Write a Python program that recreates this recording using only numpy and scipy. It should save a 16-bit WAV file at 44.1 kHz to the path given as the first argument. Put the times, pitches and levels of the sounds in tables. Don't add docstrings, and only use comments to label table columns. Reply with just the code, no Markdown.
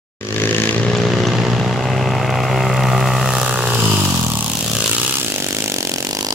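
import sys
import numpy as np
from scipy import signal
from scipy.fft import rfft, irfft
from scipy.io import wavfile
from scipy.ndimage import uniform_filter1d, map_coordinates

SR = 44100
rng = np.random.default_rng(int(sys.argv[2]) if len(sys.argv) > 2 else 0)


def master(y):
    cut = np.clip(np.atleast_2d(y).T, -1, 1)
    pcm = np.round(cut * 32767)
    wavfile.write(sys.argv[1], SR, pcm.astype(np.int16))


N = 279814
T = np.arange(N) / SR
SHUT_S = 3.79

# f/Hz, level/dB
FAR_POP_SPECTRUM = [(60, -32.5), (130, 3.5), (200, 0.5), (290, -6), (390, 2), (520, -4.5), (650, -12),
                    (800, -16), (1000, -18), (1400, -38.5)]
THUD_SPECTRUM = [(40, -51.5), (70, -0.5), (100, 11.5), (150, 8), (200, 7.5), (260, -1), (350, -6.5),
                 (450, -12), (700, -10.5), (1500, -28.5)]


def from_db(db):
    return 10 ** (np.asarray(db) / 20)


def in_time(rows):
    times_s, *columns = np.transpose(rows)
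    return [np.interp(T, times_s, column) for column in columns]


def ramp(at_s, length_s):
    return np.clip(.5 + (T - at_s) / length_s, 0, 1)


def fading(db, from_s, db_per_s):
    return db - db_per_s * np.maximum(T - from_s, 0)


def swell(at_s, peak_db, width_s):
    return from_db(peak_db) * np.exp(-.5 * ((T - at_s) / width_s) ** 2)


def passing(at_s, peak_db, width_s):
    return from_db(peak_db) / np.hypot(1, (T - at_s) / width_s)


def at_level(x, db, size=2400):
    power = uniform_filter1d(uniform_filter1d(x.mean(axis=0) ** 2, size), size)
    return x * from_db(db) / np.sqrt(np.abs(power) + 1e-6 * power.mean())


def delayed(x, delay_s):
    return np.array([map_coordinates(side, [(T - delay_s) * SR], order=3) for side in np.atleast_2d(x)])


def colour(x, spectrum, size=4096):
    hz, db = np.transpose(spectrum)
    grid_hz = np.maximum(np.arange(size // 2 + 1) * SR / size, 1)
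    log_gain = np.log(from_db(np.interp(np.log(grid_hz), np.log(hz), db)))
    log_gain -= 2 * np.log(np.maximum(grid_hz / hz[-1], 1)) + np.log(np.clip(hz[0] / grid_hz, 1, 20))
    cepstrum = irfft(log_gain)
    cepstrum[1:size // 2] *= 2
    cepstrum[size // 2 + 1:] = 0
    response = irfft(np.exp(rfft(cepstrum)))
    return signal.oaconvolve(np.atleast_2d(x), response[None], axes=1)[:, :N]


def turning(x, spectrum, share):
    return (1 - share) * x + share * colour(x, spectrum)


def resonance(x, hz, width_hz):
    r = np.exp(-np.pi * width_hz / SR)
    return signal.lfilter([1, 0, -1], [1, -2 * r * np.cos(2 * np.pi * hz / SR), r * r], x + 1e-18)


def gliding(x, hz, width_hz):
    r = np.exp(-np.pi * width_hz / SR)
    carrier = np.exp(2j * np.pi * np.cumsum(hz) / SR)
    baseband = signal.lfilter([1 - r], [1, -2 * r, r * r], x / carrier + 1e-18)
    return np.atleast_2d((baseband * carrier).real)


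def stereo_noise(alike):
    return np.sqrt(alike) * rng.standard_normal(N) + np.sqrt(1 - alike) * rng.standard_normal((2, N))


def firings(speed, uneven_db, jitter_s, bumps_s=0):
    cycles = np.cumsum(in_time(speed)[0]) / SR
    cycles -= np.interp(speed[0][0], T, cycles)
    starts = np.flatnonzero(np.diff(np.floor(cycles)))
    timing, strength, bumps = rng.standard_normal((len(starts), 3)).T
    sway = uniform_filter1d(uniform_filter1d(bumps, size=7), size=7)
    late_s = timing * np.broadcast_to(jitter_s, N)[starts] + bumps_s * sway / sway.std()
    clicks = np.zeros(N)
    clicks[np.clip(starts + (late_s * SR).astype(int), 0, N - 1)] = from_db(uneven_db * strength)
    return clicks


def crackling(clicks, spread_db=1.6):
    return clicks * from_db(spread_db * rng.standard_normal(N))


def gas_jet(clicks, puff_s, leak, alike):
    r = np.exp(-1 / (puff_s * SR))
    puff = signal.lfilter([np.e / (puff_s * SR)], [1, -2 * r, r * r], clicks + 1e-18)
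    return (delayed(puff, -puff_s) + leak) * stereo_noise(alike)


def blowdown(clicks, hiss_db, leak):
    from_hz, to_hz, fall_s = 16000, 1589, .0011
    age_s = T[:SR // 100]
    whistles = np.zeros((2, N + len(age_s)))
    for start in np.flatnonzero(clicks):
        slide = np.exp(-age_s / (fall_s * np.exp(.2 * rng.standard_normal())))
        hz = to_hz + (from_hz - to_hz) * slide
        eddies = uniform_filter1d(rng.standard_normal((2, len(age_s))), size=16)
        flutter = 1 + .4 * (eddies[0] + 1j * eddies[1]) / eddies.std()
        phase_rad = 2 * np.pi * (np.cumsum(hz) / SR + rng.random()) + .7 * rng.standard_normal((2, 1))
        envelope = clicks[start] * np.sqrt(slide * (1 - slide ** 10))
        whistles[:, start:start + len(age_s)] += envelope * (flutter * np.exp(1j * phase_rad)).real
    hiss = at_level(gas_jet(clicks, puff_s=0.001, leak=leak, alike=0.23), hiss_db)
    return at_level(delayed(whistles[:, :N], -.0016), 0) + hiss


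def air_noise():
    spectrum = [(25, -7), (45, -15), (80, -3), (150, -3), (400, -9), (1500, -22.5), (8000, -54)]  # f/Hz, level/dB
    return at_level(colour(stereo_noise(0.8), spectrum), fading(-33, from_s=3.72, db_per_s=3.5))


def woods(x, t60_s, alike, places=5):
    echoes, length = 0, int(t60_s * SR)
    for place_s in np.linspace(0, SHUT_S, places):
        tail = stereo_noise(alike)[:, :length] * from_db(-60 * T[:length] / t60_s)
        tail /= np.sqrt(np.sum(tail ** 2) / 2)
        near = np.sqrt(np.clip(1 - np.abs(T - place_s) * (places - 1) / SHUT_S, 0, 1))
        echoes = echoes + signal.oaconvolve(x * near, tail, axes=1)[:, :N]
    return echoes


def third_bike():
    speed = [(.65, 54.5), (1.12, 48.7), (1.2, 52.7), (1.52, 59), (1.72, 46), (2.05, 50)]  # t/s, firing rate/Hz
    clicks = firings(speed, uneven_db=3.0, jitter_s=.0001)
    revs_db = 0.6 * (in_time(speed)[0] - np.mean(speed, axis=0)[1])
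    thuds = colour(resonance(clicks, hz=73, width_hz=430), THUD_SPECTRUM)
    return at_level(thuds, fading(-25, from_s=2.16, db_per_s=20) + revs_db) * ramp(0.66, 0.31)


def running_gear():
    passes = [(3.931, -26, 0.35), (4.92, -27.5, 0.31)]
    # f/Hz, level/dB
    hiss_spectrum = [(600, -23), (1500, -8.5), (2250, -14), (2750, -2), (4000, -5), (6200, -7), (7500, -6),
                     (9000, -11.5), (15500, -19)]
    far_air = [(1000, 7), (6500, -2), (9000, -5), (15000, -12)]
    metal_modes = [(3030, 2), (4920, 3), (7250, -5)]
    leader, pit = (passing(*row) for row in passes)
    behind_jump = from_db(-28.5 * ramp(4.38, 0.38))
    brief_dip = 1 - swell(at_s=3.57, peak_db=-12, width_s=.06)
    gain = np.hypot(leader * behind_jump, pit) * brief_dip
    ticks = (rng.random(N) < 160 / SR) * rng.exponential(1, N)
    grit = gas_jet(ticks, puff_s=0.00082, leak=1.87, alike=0.074)
    hiss = at_level(colour(grit, hiss_spectrum), 0)
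    near = ramp(2.46, 0.99)
    hiss = near * hiss + (1 - near) * colour(hiss, far_air)
    rattle = at_level(sum(from_db(db) * resonance(grit, hz, width_hz=110) for hz, db in metal_modes), 0)
    return gain * hiss + swell(at_s=3.9, peak_db=-31, width_s=.12) * rattle


def casings(leader_clicks, pit_clicks):
    modes = [(3.8, 960, 1160), (4.3, 960, 1130), (4.65, 834, 1010)]  # t/s, lower f/Hz, upper f/Hz
    handover = ramp(3.98, 0.49)
    knocks = (1 - handover) * leader_clicks + handover * pit_clicks
    early = delayed(knocks, -0.00175)
    rattle = gas_jet(knocks, puff_s=0.002, leak=0.11, alike=0.58)
    rings = sum(at_level(gliding(early, hz, width_hz=170), 0)
                + at_level(gliding(rattle, hz, width_hz=170), -4) for hz in in_time(modes))
    audible = ramp(SHUT_S, 0.11) * (1 - ramp(4.6, 0.3))
    return at_level(rings, fading(-26, from_s=SHUT_S, db_per_s=11)) * audible


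def engine_ticks(clicks, gain):
    spectrum = [(1500, -30), (3000, 2), (4500, -2.5), (7000, 5), (9000, -2.5), (15500, -7.5)]  # f/Hz, level/dB
    return gain * at_level(colour(blowdown(clicks, hiss_db=1.5, leak=0.034), spectrum), 0)


def pit_bike(clicks):
    levels = [(4.48, -41, -34), (4.7, -29, -30), (4.85, -26, -22), (5.17, -30, -23.5), (5.32, -28, -28),
              (5.7, -27.5, -25.5), (6.08, -28.5, -28), (6.34, -28, -26)]
    ground_notch = [(4.45, 1400), (4.68, 890), (4.85, 850), (5.0, 710), (5.18, 666), (5.33, 1200),
                    (5.52, 1060), (5.7, 1210), (6.34, 1170)]
    face_peak = [(4.66, 626), (4.84, 530), (4.97, 423), (5.16, 415)]
    # f/Hz, level/dB
    pop_spectrum = [(80, -21.5), (115, -2.5), (160, -5), (260, 6.5), (400, 0.5), (550, 2.5), (850, 1.5),
                    (1200, 0), (2000, -8.5), (4000, -10)]
    rasp_spectrum = [(500, -40), (1300, -4.5), (2000, -8), (2900, 5.5), (4000, -0.5), (6500, 2.5),
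                     (8500, -1), (12000, -8.5), (15500, -11)]
    airborne = [(110, 13.5), (220, 6), (400, 4), (620, 4.5), (900, 5), (1300, 1.5), (1750, -3), (2300, -15)]
    from_behind = [(130, -15), (250, 4.5), (600, -0.5), (1020, 18.5), (1500, -1.5), (2100, 0), (3100, -15),
                   (4700, 8), (7000, -7)]
    take_off_s, landing_s = 4.6, 5.23
    pop_db, rasp_db = in_time(levels)
    ground_s, face_s = .5 / in_time(ground_notch)[0], 1 / in_time(face_peak)[0]
    flying = ramp(take_off_s, 0.12) * (1 - ramp(landing_s, 0.15))
    leaving = ramp(6.33, 0.65)

    pop = at_level(colour(delayed(clicks, -0.001293), pop_spectrum), 0)
    puff = at_level(colour(gas_jet(clicks, puff_s=0.001, leak=0.18, alike=0.85), pop_spectrum), -9)
    pop = turning(turning(pop + puff, airborne, flying), from_behind, leaving)
    pop = pop + 0.63 * flying * delayed(pop, face_s)
    pop = at_level(pop + 0.84 * delayed(pop, ground_s), pop_db)

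    rasp = colour(blowdown(crackling(clicks, spread_db=0.6), hiss_db=-2.5, leak=0.1), rasp_spectrum)
    rasp = rasp + 0.39 * flying * delayed(rasp, face_s)
    rasp = at_level(turning(rasp, from_behind, leaving), rasp_db)
    ticks = engine_ticks(clicks, swell(at_s=4.49, peak_db=-27.5, width_s=0.29))
    return (pop + rasp + ticks) * ramp(3.9, 0.35)


def leader_coasting(clicks):
    landing = swell(at_s=4.73, peak_db=-29, width_s=0.05)
    gain = from_db(fading(-14.5, from_s=3.75, db_per_s=17)) + landing
    hollow = at_level(gliding(clicks, hz=440 - 230 * ramp(4.03, 0.33), width_hz=160), -11)
    thud = at_level(colour(delayed(clicks, -0.00093), THUD_SPECTRUM), 0)
    putter = at_level(colour(crackling(clicks), FAR_POP_SPECTRUM), -40)
    gone = ramp(4.89, 1.0)
    return (1 - gone) * gain * (thud + hollow) * ramp(SHUT_S, 0.17) + gone * putter


def exhaust_rings(clicks):
    modes = [(1.7, 1130, -38, 2009, -45), (2.4, 1230, -32.5, 2120, -34), (3.05, 1190, -24.5, 1994, -33.5),
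             (3.45, 1203, -26.5, 1700, -36), (3.75, 1130, -29.5, 1660, -35.5)]
    low_hz, low_db, high_hz, high_db = in_time(modes)
    early = delayed(clicks, -0.00072)
    lower = at_level(gliding(early, low_hz, width_hz=177), low_db)
    upper = at_level(gliding(early, high_hz, width_hz=400), high_db)
    return lower + upper


def hard_pops(decay_s):
    pops = [(0.548, -12, 2900), (0.691, -8.5, 2980), (0.955, -18, 3300), (0.972, -23.5, 7170),
            (1.253, -15.5, 2950), (1.27, -22, 6160)]
    track, age_s = np.zeros((2, N)), T[:SR // 20]
    for at_s, peak_db, hz in pops:
        gas = rng.standard_normal(len(age_s)) + 0.72 * rng.standard_normal((2, len(age_s)))
        gas *= np.exp(-age_s / decay_s)
        burst = resonance(resonance(gas, hz, width_hz=690), hz, width_hz=690)
        start = int(at_s * SR)
        track[:, start:start + len(age_s)] += from_db(peak_db) * burst / np.abs(burst.mean(axis=0)).max()
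    return track


def leader_pulling(clicks):
    levels = [(0.37, -21, -20.5), (0.57, -25, -20.5), (0.8, -21.5, -21.5), (1.05, -22.5, -18),
              (1.65, -19, -24), (2.3, -28, -21), (2.95, -17.5, -19.5), (3.55, -24, -25.5),
              (3.76, -19.5, -21.5)]
    # f/Hz, level/dB
    pop_spectrum = [(60, -16), (130, 5.5), (190, 2), (270, -10), (380, 5), (470, -1.5), (580, 4),
                    (690, 1.5), (820, 3.5), (950, -2.5), (1300, -9.5), (2500, -41.5)]
    bark_spectrum = [(300, -34.5), (700, -2.5), (1000, 5), (1420, 4.5), (1650, -3.5), (2330, -8),
                     (2600, 1.5), (2850, -6.5), (3150, -10), (3420, -10), (3700, -46.5)]
    rasp_spectrum = [(700, -29), (1750, 7), (2300, -1.5), (2900, 1), (3700, -2.5), (7000, -9.5),
                     (8700, -32), (16000, -91)]
    crack_spectrum = [(700, -28), (1700, 4.5), (2200, 1.5), (2900, 1), (4200, -2), (6600, -1.5),
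                      (8600, -18), (15000, -32)]
    head_on = [(130, -2.5), (250, 4.5), (400, 0), (600, -2.5), (800, -4)]
    broadside = [(300, -11.5), (450, 6), (640, -7.5), (850, -2), (1420, 8), (2200, -7), (2700, 4.5)]
    facing_until_s, bark_full_s = 0.745, 2.27
    facing, throttle = 1 - ramp(facing_until_s, 0.18), 1 - ramp(SHUT_S, 0.16)
    near, side_on = ramp(1.61, 0.95), ramp(3.38, 0.41)
    boom_db, pop_db = in_time(levels)

    boom = delayed(resonance(clicks, hz=115, width_hz=15.7), -0.00045)
    boom = at_level(resonance(boom, hz=155.3, width_hz=37), boom_db - .7)
    spikes = delayed(clicks, -0.00041)
    spikes = turning(turning(spikes, broadside, side_on), head_on, facing)
    pop = near * colour(spikes, pop_spectrum) + (1 - near) * colour(spikes, FAR_POP_SPECTRUM)
    pop = at_level(pop, pop_db + .5)

    grit = colour(gas_jet(clicks, puff_s=0.0024, leak=0.18, alike=0.85), bark_spectrum)
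    grit = at_level(grit, 1 - 7 * near - 3 * side_on)
    bark_db = -27 - 4.5 * np.maximum(bark_full_s - T, 0) - 9 * facing
    bark = at_level(at_level(colour(spikes, bark_spectrum), 0) + grit, bark_db)

    rasp = colour(blowdown(crackling(clicks), hiss_db=5, leak=0.32), rasp_spectrum)
    rasp = at_level(rasp, fading(-30, from_s=1.37, db_per_s=19.5))
    crack = colour(blowdown(clicks, hiss_db=5.5, leak=0.16), crack_spectrum)
    crack = facing * at_level(crack, -24 - 9 * np.maximum(facing_until_s - T, 0))

    low, high = pop * throttle, (bark + rasp + exhaust_rings(clicks)) * throttle
    echoes = woods(low, t60_s=0.93, alike=0.95) + woods(high, t60_s=0.78, alike=0.66)
    scatter = 0.31 - 0.19 * ramp(3.04, 0.41)
    exhaust = np.sqrt(1 - scatter) * (low + high) + np.sqrt(scatter) * echoes
    ticks = engine_ticks(clicks, swell(at_s=3.423, peak_db=-27.5, width_s=0.12))
    return boom * throttle + crack + hard_pops(decay_s=0.0029) + ticks + exhaust


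def scene():
    # t/s, firing rate/Hz
    leader_speed = [(0.211, 52.09), (0.533, 55.18), (0.7, 55.07), (0.823, 58.64), (1.74, 61.9),
                    (1.869, 64.27), (2.156, 63.75), (2.242, 63.1), (2.648, 64.85), (2.96, 63.6),
                    (3.066, 65.2), (3.184, 63.6), (3.239, 64.91), (3.585, 62.43), (3.744, 58.9),
                    (3.961, 50.41), (4.302, 39.27), (4.444, 36.41), (4.58, 40.97), (4.8, 34.29)]
    pit_speed = [(4.073, 57.74), (4.6, 54.3), (4.72, 57.3), (4.856, 53.9), (5.184, 69.16), (5.297, 50.82),
                 (5.478, 46.68), (5.623, 55.43), (5.749, 45.76), (5.999, 45.07), (6.15, 51.16),
                 (6.345, 51.57)]
    bearing = [(.6, -.00013), (1.1, -.00002), (3.2, .00002), (4.2, .00012), (4.7, 0), (5.3, .0001),
               (6.3, .00016)]
    jitter_s = .00012 - .00009 * ramp(2.2, 1.0)
    leader_clicks = firings(leader_speed, uneven_db=1.35, jitter_s=jitter_s, bumps_s=.00038)
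    air = air_noise()
    pit_clicks = firings(pit_speed, uneven_db=0.5, jitter_s=0.00008)
    leader = leader_pulling(leader_clicks) + leader_coasting(leader_clicks)
    left, right = leader + casings(leader_clicks, pit_clicks) + pit_bike(pit_clicks) + running_gear()
    return np.vstack([delayed(left, in_time(bearing)[0]), right]) + third_bike() + air


def record(dry):
    balance = [(60, 6), (200, 0), (400, -0.5), (1290, -3), (2380, 5), (4400, 2), (7500, 4), (10000, -14),
               (15000, -15.5)]
    start_s, fade_s, fade_db, cutoff_hz = 0.2085, 0.21, 12, 15800
    left_eq, right_eq = [[(hz, 20 * np.log10(2 / (1 + from_db(-sign * db)))) for hz, db in balance]
                         for sign in (1, -1)]
    opening = ramp(start_s, 0.0061) * from_db(-fade_db * np.clip(1 - (T - start_s) / fade_s, 0, 1))
    heard = np.vstack([colour(dry[0], left_eq), colour(dry[1], right_eq)]) * opening
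    heard = 1.394 * np.tanh(heard / 1.158)
    return signal.sosfilt(signal.ellip(10, .3, 80, cutoff_hz, fs=SR, output="sos"), heard)


dry = scene()
out = record(dry)
master(out)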